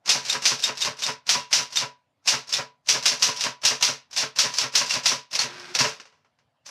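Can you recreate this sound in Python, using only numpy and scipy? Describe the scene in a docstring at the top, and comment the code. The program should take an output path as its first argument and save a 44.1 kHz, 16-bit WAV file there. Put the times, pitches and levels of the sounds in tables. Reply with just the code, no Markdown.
"""Electric typewriter, close

A typewriter on a desk in a quiet room, close to a small microphone. Each key trips a linkage, the type bar
swings up and strikes: noise bursts drive steel and case, and single bars ring as dying sines. The carriage
steps on with a thud that booms in the desk. Near the end the motor draws it back, sliding over a throbbing
drone, and it bangs against its stop; small ticks follow. A short echo and a faint hush fill the room."""
import sys
import numpy as np
from scipy import signal
from scipy.io import wavfile
from scipy.ndimage import uniform_filter1d, minimum_filter1d

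SR = 44100
rng = np.random.default_rng(int(sys.argv[2]) if len(sys.argv) > 2 else 0)


def how_loud(loudness_db):
    """Turn decibels into a plain amplitude multiplier (0 dB gives 1, 20 dB gives 10)."""
    steps = np.asarray(loudness_db, float) / 20
    return 10 ** steps


def digitize_waveform(pressure):
    """Quantize a signal to 16-bit integers and store it at the path in sys.argv[1].

    Rows of a 2-D input are taken as channels; values are limited to [-1, 1].
    """
    field = np.atleast_2d(pressure).T
    bounded = np.clip(field, -1, 1)
    quanta = np.round(bounded * 32767).astype(np.int16)
    wavfile.write(sys.argv[1], SR, quanta)


N = 295470

# spectrum of the rattling steel: [frequency_hz, relative level_db per Hz]
STEEL_SPECTRUM = [(410, -58), (700, -16), (974, -17), (1170, -15.5), (2020, -11), (2590, -5.5),
                  (2810, -4.5), (3040, -8.5), (3610, -6), (4280, -5), (5100, -3), (5900, -4.5),
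                  (6500, -9.5), (7870, -18.5), (14800, -43.5), (15900, -48.5), (16500, -58)]
# small sharp ticks as the machine settles: [start_s, level_db, case_db beside it, length_s]
SETTLING_TICKS = [(5.999, -34.5, -11, 0.023), (6.054, -45.5, -9.5, 0.032), (6.124, -60, -5, 0.065),
                  (6.247, -61.5, -3, 0.022), (6.388, -59.5, -6.5, 0.025)]
# hard strokes, type on platen: [strike_s, trip_lead_s, trip_db, swing_db, carriage_step_db]
HARD_STROKES = [(0.0921, .033, -22, -16.5, -23), (0.4543, 0.033, -18, -24, -23),
                (1.2919, 0.024, -24, -24.5, -23), (1.5289, 0.02, -36.5, -22.5, -25),
                (2.2756, 0.018, -27, -41, -22), (2.8878, 0.026, -37, -32.5, -22),
                (3.057, 0.031, -20, -27, -25.5), (3.2238, 0.027, -24.5, -32, -23.5),
                (3.651, .034, -34, -16, -23), (3.8254, 0.023, -34, -18.5, -23),
                (4.3875, 0.027, -21.5, -25, -22.5), (4.7532, .03, -29, -22, -24),
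                (5.0578, 0.023, -23, -23.5, -22), (6.705, 0.045, -30, -30.5, -23)]
# soft strokes, chains of lighter knocks: [main_knock_s, main_db, trip_db, lift_db, rebound_db]
SOFT_STROKES = [(0.297, -12, -18.5, -17.5, -15.5), (0.637, -10.5, -23, -17, -21),
                (.819, -13, -22, -14, -14), (1.035, -16, -22.5, -14.5, -14.5),
                (1.7708, -10.5, -23.5, -13.5, -18.5), (2.538, -12, -23, -12.5, -20.5),
                (3.409, -12.5, -21.5, -22, -12), (4.1762, -9, -25.5, -13, -14.5),
                (4.585, -9.5, -18.5, -17, -15), (4.9086, -13, -20.5, -15.5, -12)]


def evened(x):
    """Scales to rms 1."""
    return x / np.sqrt(np.mean(x ** 2) + 1e-20)


def read(points, hz):
    """Reads a table on a log-frequency axis."""
    f, value = np.transpose(points)
    return np.interp(np.log(hz + 1), np.log(f + 1), value)


def colour(points):
    """Causal impulse response of energy 1 with the given spectrum (minimum phase)."""
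    spectrum_db = read(points, abs(np.fft.fftfreq(8192, 1 / SR)))
    log_gain = np.log(how_loud(np.maximum(spectrum_db, -100)))
    taps = np.fft.ifft(np.exp(np.conj(signal.hilbert(log_gain)))).real[:4096]
    return taps / np.linalg.norm(taps)


def ring(modes):
    """Impulse response of energy 1 made of dying modes: [frequency_hz, level_db, t60_s]."""
    t = np.arange(SR // 3) / SR
    taps = sum(how_loud(db - 60 * t / max(t60, .01)) * np.sin(2 * np.pi * hz * t) for hz, db, t60 in modes)
    return taps / np.linalg.norm(taps)


def chatter(spread_db, share):
    """Dense tiny impacts of uneven size on a share of the samples, rms 1."""
    size = how_loud(spread_db * np.minimum(rng.exponential(1, N), 5))
    return evened(size * rng.standard_normal(N) * (rng.random(N) < share))


def burst(s, db, length, swing, swing_db, bend, snap_db):
    """Span and power of a swell up to s, a short snap, and a decay that quickens when bend exceeds 1."""
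    at = np.arange(max(round((s - .06) * SR), 0), min(round((s + 0.38) * SR), N))
    t = at / SR - s
    after = np.maximum(t, 0)
    decay = np.exp(-(after / np.clip(length, .003, .2)) ** bend)
    snap = how_loud(snap_db) * np.exp(-after / 0.001)
    rise = how_loud(swing_db) * np.exp(np.minimum(t, 0) / swing)
    return at, (how_loud(db) * np.where(t < 0, rise, decay + snap)) ** 2


def add(mix, at, sound):
    """Mixes in place."""
    mix[at] += sound


def through(drive, taps):
    """Convolution cut to length."""
    return signal.oaconvolve(drive, taps)[:N]


def swing_of(db):
    """Hardness 0 to 1 of a knock, with its swell time (s), swell dB and snap dB: hard blows snap more."""
    hard = np.clip((db + 10) / 5, 0, 1)
    return hard, .0035 + .004 * hard, -6 - 8 * hard, -9 + 7 * hard


def hard_knocks():
    """A hard stroke trips the key, swings the type bar up, strikes and bounces."""
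    # bounces of the type bar, timing and level then varied: [after_strike_s, level_db beside the strike]
    bounces = [(.004, 0), (.0105, -5.5), (.024, -11)]
    strike_db, strike_case_db = -4, -28.
    rows = []
    for s, lead, trip_db, swing_db, _ in HARD_STROKES:
        rows.append((s - lead, trip_db, -18.5, .05))
        rows.append((s - .015, swing_db, -12., 0.02))
        rows.append((s, strike_db, strike_case_db, 0.059))
        uneven = rng.uniform(-1, 1, (len(bounces), 2))
        for (lag, db), (late, louder) in zip(bounces, uneven):
            bounce_s = s + lag * (1 + .15 * late)
            rows.append((bounce_s, strike_db + db + 2.5 * louder, strike_case_db, .004))
    return rows


def soft_knocks():
    """A soft stroke is a finger landing, a trip, a lift, a main knock and a rebound."""
    rows = []
    for s, main_db, trip_db, lift_db, rebound_db in SOFT_STROKES:
        rows.append((s - .066, trip_db - 11, -15.5, .05))  # the finger lands
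        rows.append((s - .046, trip_db, -20.5, 0.051))
        rows.append((s - .013, lift_db, -25.5, 0.052))
        for lag, db, case_db, length in ((0, main_db, -27, 0.043), (.030, rebound_db, -19.5, 0.043)):
            rows.append((s + lag, db, case_db, length))
            rows.append((s + lag, db + 2, case_db, 0.0018))  # starts with a click
    return rows


def knocks():
    """Every knock of steel on steel: [start_s, level_db, case_db beside it, length_s]."""
    # the return clutch takes hold, later the carriage meets its stop: columns as above
    return_knocks = [(5.3117, -29.5, -18, .05), (5.33, -16.5, -21, 0.047), (5.352, -9, -23.5, 0.02),
                     (5.39, -8.5, -20, 0.022), (5.411, -10.5, -18.5, 0.037), (5.5976, -38, -12, 0.035),
                     (5.7502, -7.5, -19.5, 0.02), (5.789, -7, -27.5, 0.037), (5.8005, -9, -25, 0.043),
                     (5.8387, -14.5, -17.5, 0.06)]
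    rows = list(return_knocks) + hard_knocks() + soft_knocks()
    return [row for row in rows if row[0] < N / SR]


def thuds():
    """Every step or landing of the carriage: [start_s, level_db, length_s, desk_boom_db beside it]."""
    # the carriage jerks off and lands: columns as above
    return_thuds = [(5.44, -34.5, 0.078, -10), (5.806, -18, 0.017, -16.5), (5.849, -18.5, 0.025, -28.5)]
    rows = [(s + .063, step_db, 0.026, -21) for s, *_, step_db in HARD_STROKES]
    rows += [(s + .055, -23, 0.022, -22.5) for s, *_ in SOFT_STROKES]
    return [row for row in rows + return_thuds if row[0] < N / SR]


def steel(blows):
    """Heavier levers knock below 4 kHz, light links above; hard blows click and ring the frame more."""
    # frame and type bars: [frequency_hz, level_db, t60_s]
    frame_modes = [(2770, -8, .04), (3680, -7, .05), (4240, -7, .05), (4975, -6, .06), (5245, -5, .07),
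                   (5405, -5, .07), (5645, -3, .1), (5755, -2, .12), (5912, -1.5, .12), (6068, -3, .12),
                   (6305, -6, .08), (6510, -9, .07), (9300, -18, .05)]
    light, heavy, frame, clicks = np.zeros((4, N))
    for s, db, _, length in blows:
        hard, swing, swing_db, snap_db = swing_of(db)
        add(light, *burst(s, db - 12.0, length, swing, swing_db, 1.44, snap_db))
        heavy_db = 1.203 * db - 11.0 - 2.5 * hard
        add(heavy, *burst(s, heavy_db, length * 1.01, swing, swing_db, 1.25, snap_db + 5.5))
        add(frame, *burst(s, db - 28.0 + 5.5 * hard, length, swing, swing_db, 1.5, -10.0))
        add(clicks, round(s * SR), hard * how_loud(db + 3.5))  # each hard blow starts with one click
    for s, db, _, length in SETTLING_TICKS:
        for power in (light, heavy):
            add(power, *burst(s, db - 8.5, length, .001, -6, 1, -1))
    low, high = (signal.butter(2, 4000, kind, fs=SR, output="sos") for kind in ("low", "high"))
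    rattle = chatter(1.2, 0.3)
    levers = signal.sosfilt(low, np.sqrt(heavy) * chatter(1.2, .25))
    links = signal.sosfilt(high, np.sqrt(light) * rattle)
    struck = through(levers + links + clicks, colour(STEEL_SPECTRUM))
    return struck + through(np.sqrt(frame) * rattle, ring(frame_modes))


def small_parts(blows):
    """Small steel clatters high, nearly as much for light blows as for hard ones; some parts tink alone."""
    # pitches of springs and links: [pitch_hz]
    tink_pitches = [5400, 6220, 7600, 9100, 9500, 10600, 11700, 13000, 14100]
    power = np.zeros(N)
    for s, db, _, length in blows:
        hard, swing, _, _ = swing_of(db)
        add(power, *burst(s, db - 2.7 * hard, length, swing, -8.5, 1.6, -9.0))
    # the second difference tilts the clatter towards the treble
    clatter = np.diff(power ** .43 * chatter(2.2, .1), 2, prepend=[0, 0])
    sound = through(how_loud(-22.0) * clatter, colour(STEEL_SPECTRUM))
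    for hz in tink_pitches:
        chance = rng.random(N) < 14 / SR  # 14 openings a second, heard only where the parts move
        struck = power ** 0.42 * chance * how_loud(3.3 * rng.standard_normal(N))
        sound += how_loud(9. + read(STEEL_SPECTRUM, hz)) * through(struck, ring([(hz, 0, .014)]))
    return sound


def bar_pings():
    """Single bars ring out clearly as dying sines; only the long, low bars sound overtones."""
    # bars that ring: [start_s, nominal pitch_hz, level_db]
    ringing_bars = [(.105, 3670, -14.5), (.2987, 3690, -14.5), (.6389, 3700, -11), (0.822, 3680, -15.5),
                    (1.0377, 3680, -17.5), (1.7704, 3656, -12.5), (2.278, 2540, -19.5),
                    (2.5376, 3565, -17.5), (4.9058, 2757, -18.5), (5.059, 3480, -17), (5.3912, 4350, -14),
                    (6.662, 4450, -50)]
    # partials of a bar: [multiple of its nominal pitch, level_db]
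    partials = [(1.001, 2), (2.021, -8.5), (3.15, -23)]
    sound = np.zeros(N)
    t = np.arange(1400) / SR
    for s, hz, db in ringing_bars:
        swell = (1 - np.exp(-t / 0.0007)) * how_loud(db - 60 * t / 0.047)
        sounding = partials[:3 if hz < 3900 else 1]
        bar = sum(how_loud(part_db) * np.sin(2 * np.pi * k * hz * t) for k, part_db in sounding)
        add(sound, round(s * SR) + np.arange(len(t)), swell * bar)
    return sound


def case(blows, steps):
    """Knocks, ticks and thuds shake the case, a coloured noise with ringing modes."""
    # spectrum of the case: [frequency_hz, relative level_db per Hz]
    case_spectrum = [(18, -63), (30, -14), (125, -3), (265, -10.5), (353, -26), (550, 4.5), (779, -4.5),
                     (1040, 2), (1260, -1.5), (1500, 0), (3000, -2.5), (3900, -24), (6600, -120)]
    # resonances of the case: [frequency_hz, level_db, t60_s]
    case_modes = [(438, 5, 0.12), (610, -8, 0.063), (983, 1.5, 0.27), (1050, 4.5, 0.06), (1336, 2.5, 0.037),
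                  (1590, -1, 0.079)]
    power = np.zeros(N)
    for s, db, case_db, length in blows:
        add(power, *burst(s, db + case_db - 6.0, length * 1.48, 0.0062, -3.5, 1.74, -13.0))
    for s, db, case_db, length in SETTLING_TICKS:
        add(power, *burst(s, db + case_db, length, .001, -6, 1, -1))
    for s, db, length, _ in steps:
        add(power, *burst(s, db - 5.5, length, 0.013, -0.76, 1.0, -16.5))
    drive = np.sqrt(power) * chatter(1.8, .3)
    return through(drive, colour(case_spectrum)) + how_loud(-7.5) * through(drive, ring(case_modes))


def desk(steps):
    """Each thud pushes the desk top with a smooth short pulse, and its modes boom."""
    # boom of the desk top: [frequency_hz, level_db, t60_s]
    desk_modes = [(134.4, -5, 0.24), (247.2, -4.5, 0.21)]
    pushes = np.zeros(N)
    for s, db, _, boom_db in steps:
        add(pushes, round(s * SR) + np.arange(120), how_loud(db + boom_db) * np.hanning(120))
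    return through(pushes, ring(desk_modes))


def typing():
    """Knocks rattle the steel and, more weakly, the case; thuds shake the case and push the desk."""
    blows, steps = knocks(), thuds()
    return steel(blows) + small_parts(blows) + bar_pings() + case(blows, steps) + desk(steps)


def carriage():
    """Rack teeth and rollers chatter while the carriage slides, over the wavering drone of the drive."""
    # spectrum of the sliding carriage: [frequency_hz, relative level_db per Hz]
    slide_spectrum = [(35, -66), (60, -22.5), (133, -8.5), (308, -16), (354, -6), (480, -20.5),
                      (636, -12.5), (1620, -8.5), (2970, -13), (5500, -12), (7200, -24.5), (9000, -30.5),
                      (16000, -53)]
    start_s, end_s, drone_peak_s = 5.46, 5.725, 5.524
    t = np.arange(N) / SR
    on = np.interp(t, [start_s - .02, start_s, end_s, end_s + 0.016], [0, 1, 1, 0])
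    teeth = chatter(1.8, 0.15)
    slide_ring = ring([(1617, -1, 0.12), (2520, -1, .06)])
    slide = through(teeth, colour(slide_spectrum)) + how_loud(-11.5) * through(teeth, slide_ring)
    waver = evened(uniform_filter1d(rng.standard_normal(N), 900))
    drone = np.sin(2 * np.pi * np.cumsum(356. + 6. * waver) / SR)  # Hz
    # throbs at 10 Hz, 7 dB deep, with a peak at drone_peak_s
    throb = how_loud(-46.5 - 7 * np.sin(np.pi * 10 * (t - drone_peak_s)) ** 2)
    fade_in = np.clip(1 + (t - drone_peak_s) / .04, 0, 1)
    return on * (how_loud(-43.5) * slide + fade_in * throb * drone)


def room(x):
    """Echo of the room: sparse taps of random sign, each band dying at its own speed."""
    # decay of the room: [frequency_hz, t60_s]
    room_decay = [(150, 0.18), (1000, 0.27), (4000, 0.22), (10000, 0.12)]
    taps = np.zeros(SR // 2)
    at = np.arange(300, SR // 2 - 20, 20)
    taps[at + rng.integers(0, 20, len(at))] = rng.choice([-1., 1.], len(at))
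    hz, t, z = signal.stft(taps, SR, nperseg=256)
    fall = how_loud(-60 * t / read(room_decay, hz)[:, None])
    tail = signal.istft(z * fall, SR, nperseg=256)[1]
    return through(x, tail / np.linalg.norm(tail))


def air():
    """The faint hush of room and idling motor: shaped noise in drifting patches of time and pitch."""
    # spectrum of the hush: [frequency_hz, relative level_db per Hz]
    hush_spectrum = [(18, -46.5), (30, -13.5), (48, -14), (122, 4), (173, -16), (272, -4.5), (317, -19.5),
                     (689, -9.5), (2020, -20), (2800, -21.5), (12000, -42), (15600, -51), (22000, -120)]
    frame_count, hz = N // 256 + 5, np.fft.rfftfreq(1024, 1 / SR)
    real, imaginary, patches = rng.standard_normal((frame_count, 513, 3)).T
    patches = evened(uniform_filter1d(uniform_filter1d(patches, 8, 0), 8, 1))
    z = (real + 1j * imaginary) * how_loud(read(hush_spectrum, hz)[:, None] + 3.2 * patches)
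    hush = signal.istft(z, nperseg=1024, noverlap=768)[1][:N]
    return how_loud(-72.5) * evened(hush)


def scene():
    """Machine, its echo in the room, and the hush."""
    machine = typing() + carriage()
    return (machine + how_loud(-16.0) * room(machine) + air())[None]


def top_cut(x):
    """Nothing passes above the cut-off."""
    return signal.sosfilt(signal.butter(12, 16650, fs=SR, output="sos"), x)


def record(dry):
    """The small microphone loses deep bass and top treble; a fast limiter holds the peaks."""
    heard = signal.sosfilt(signal.butter(2, 110., "high", fs=SR, output="sos"), dry)
    ceiling = .54
    needed_gain = np.minimum(ceiling / (abs(heard) + 1e-9), 1)
    # lowest gain within 41 samples, then smoothed
    limiter_gain = uniform_filter1d(minimum_filter1d(needed_gain, size=41), size=41)
    treble_cut = signal.cheby1(8, .5, 15300, fs=SR, output="sos")
    return top_cut(signal.sosfilt(treble_cut, heard * limiter_gain))


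dry = scene()
out = record(dry)
digitize_waveform(out)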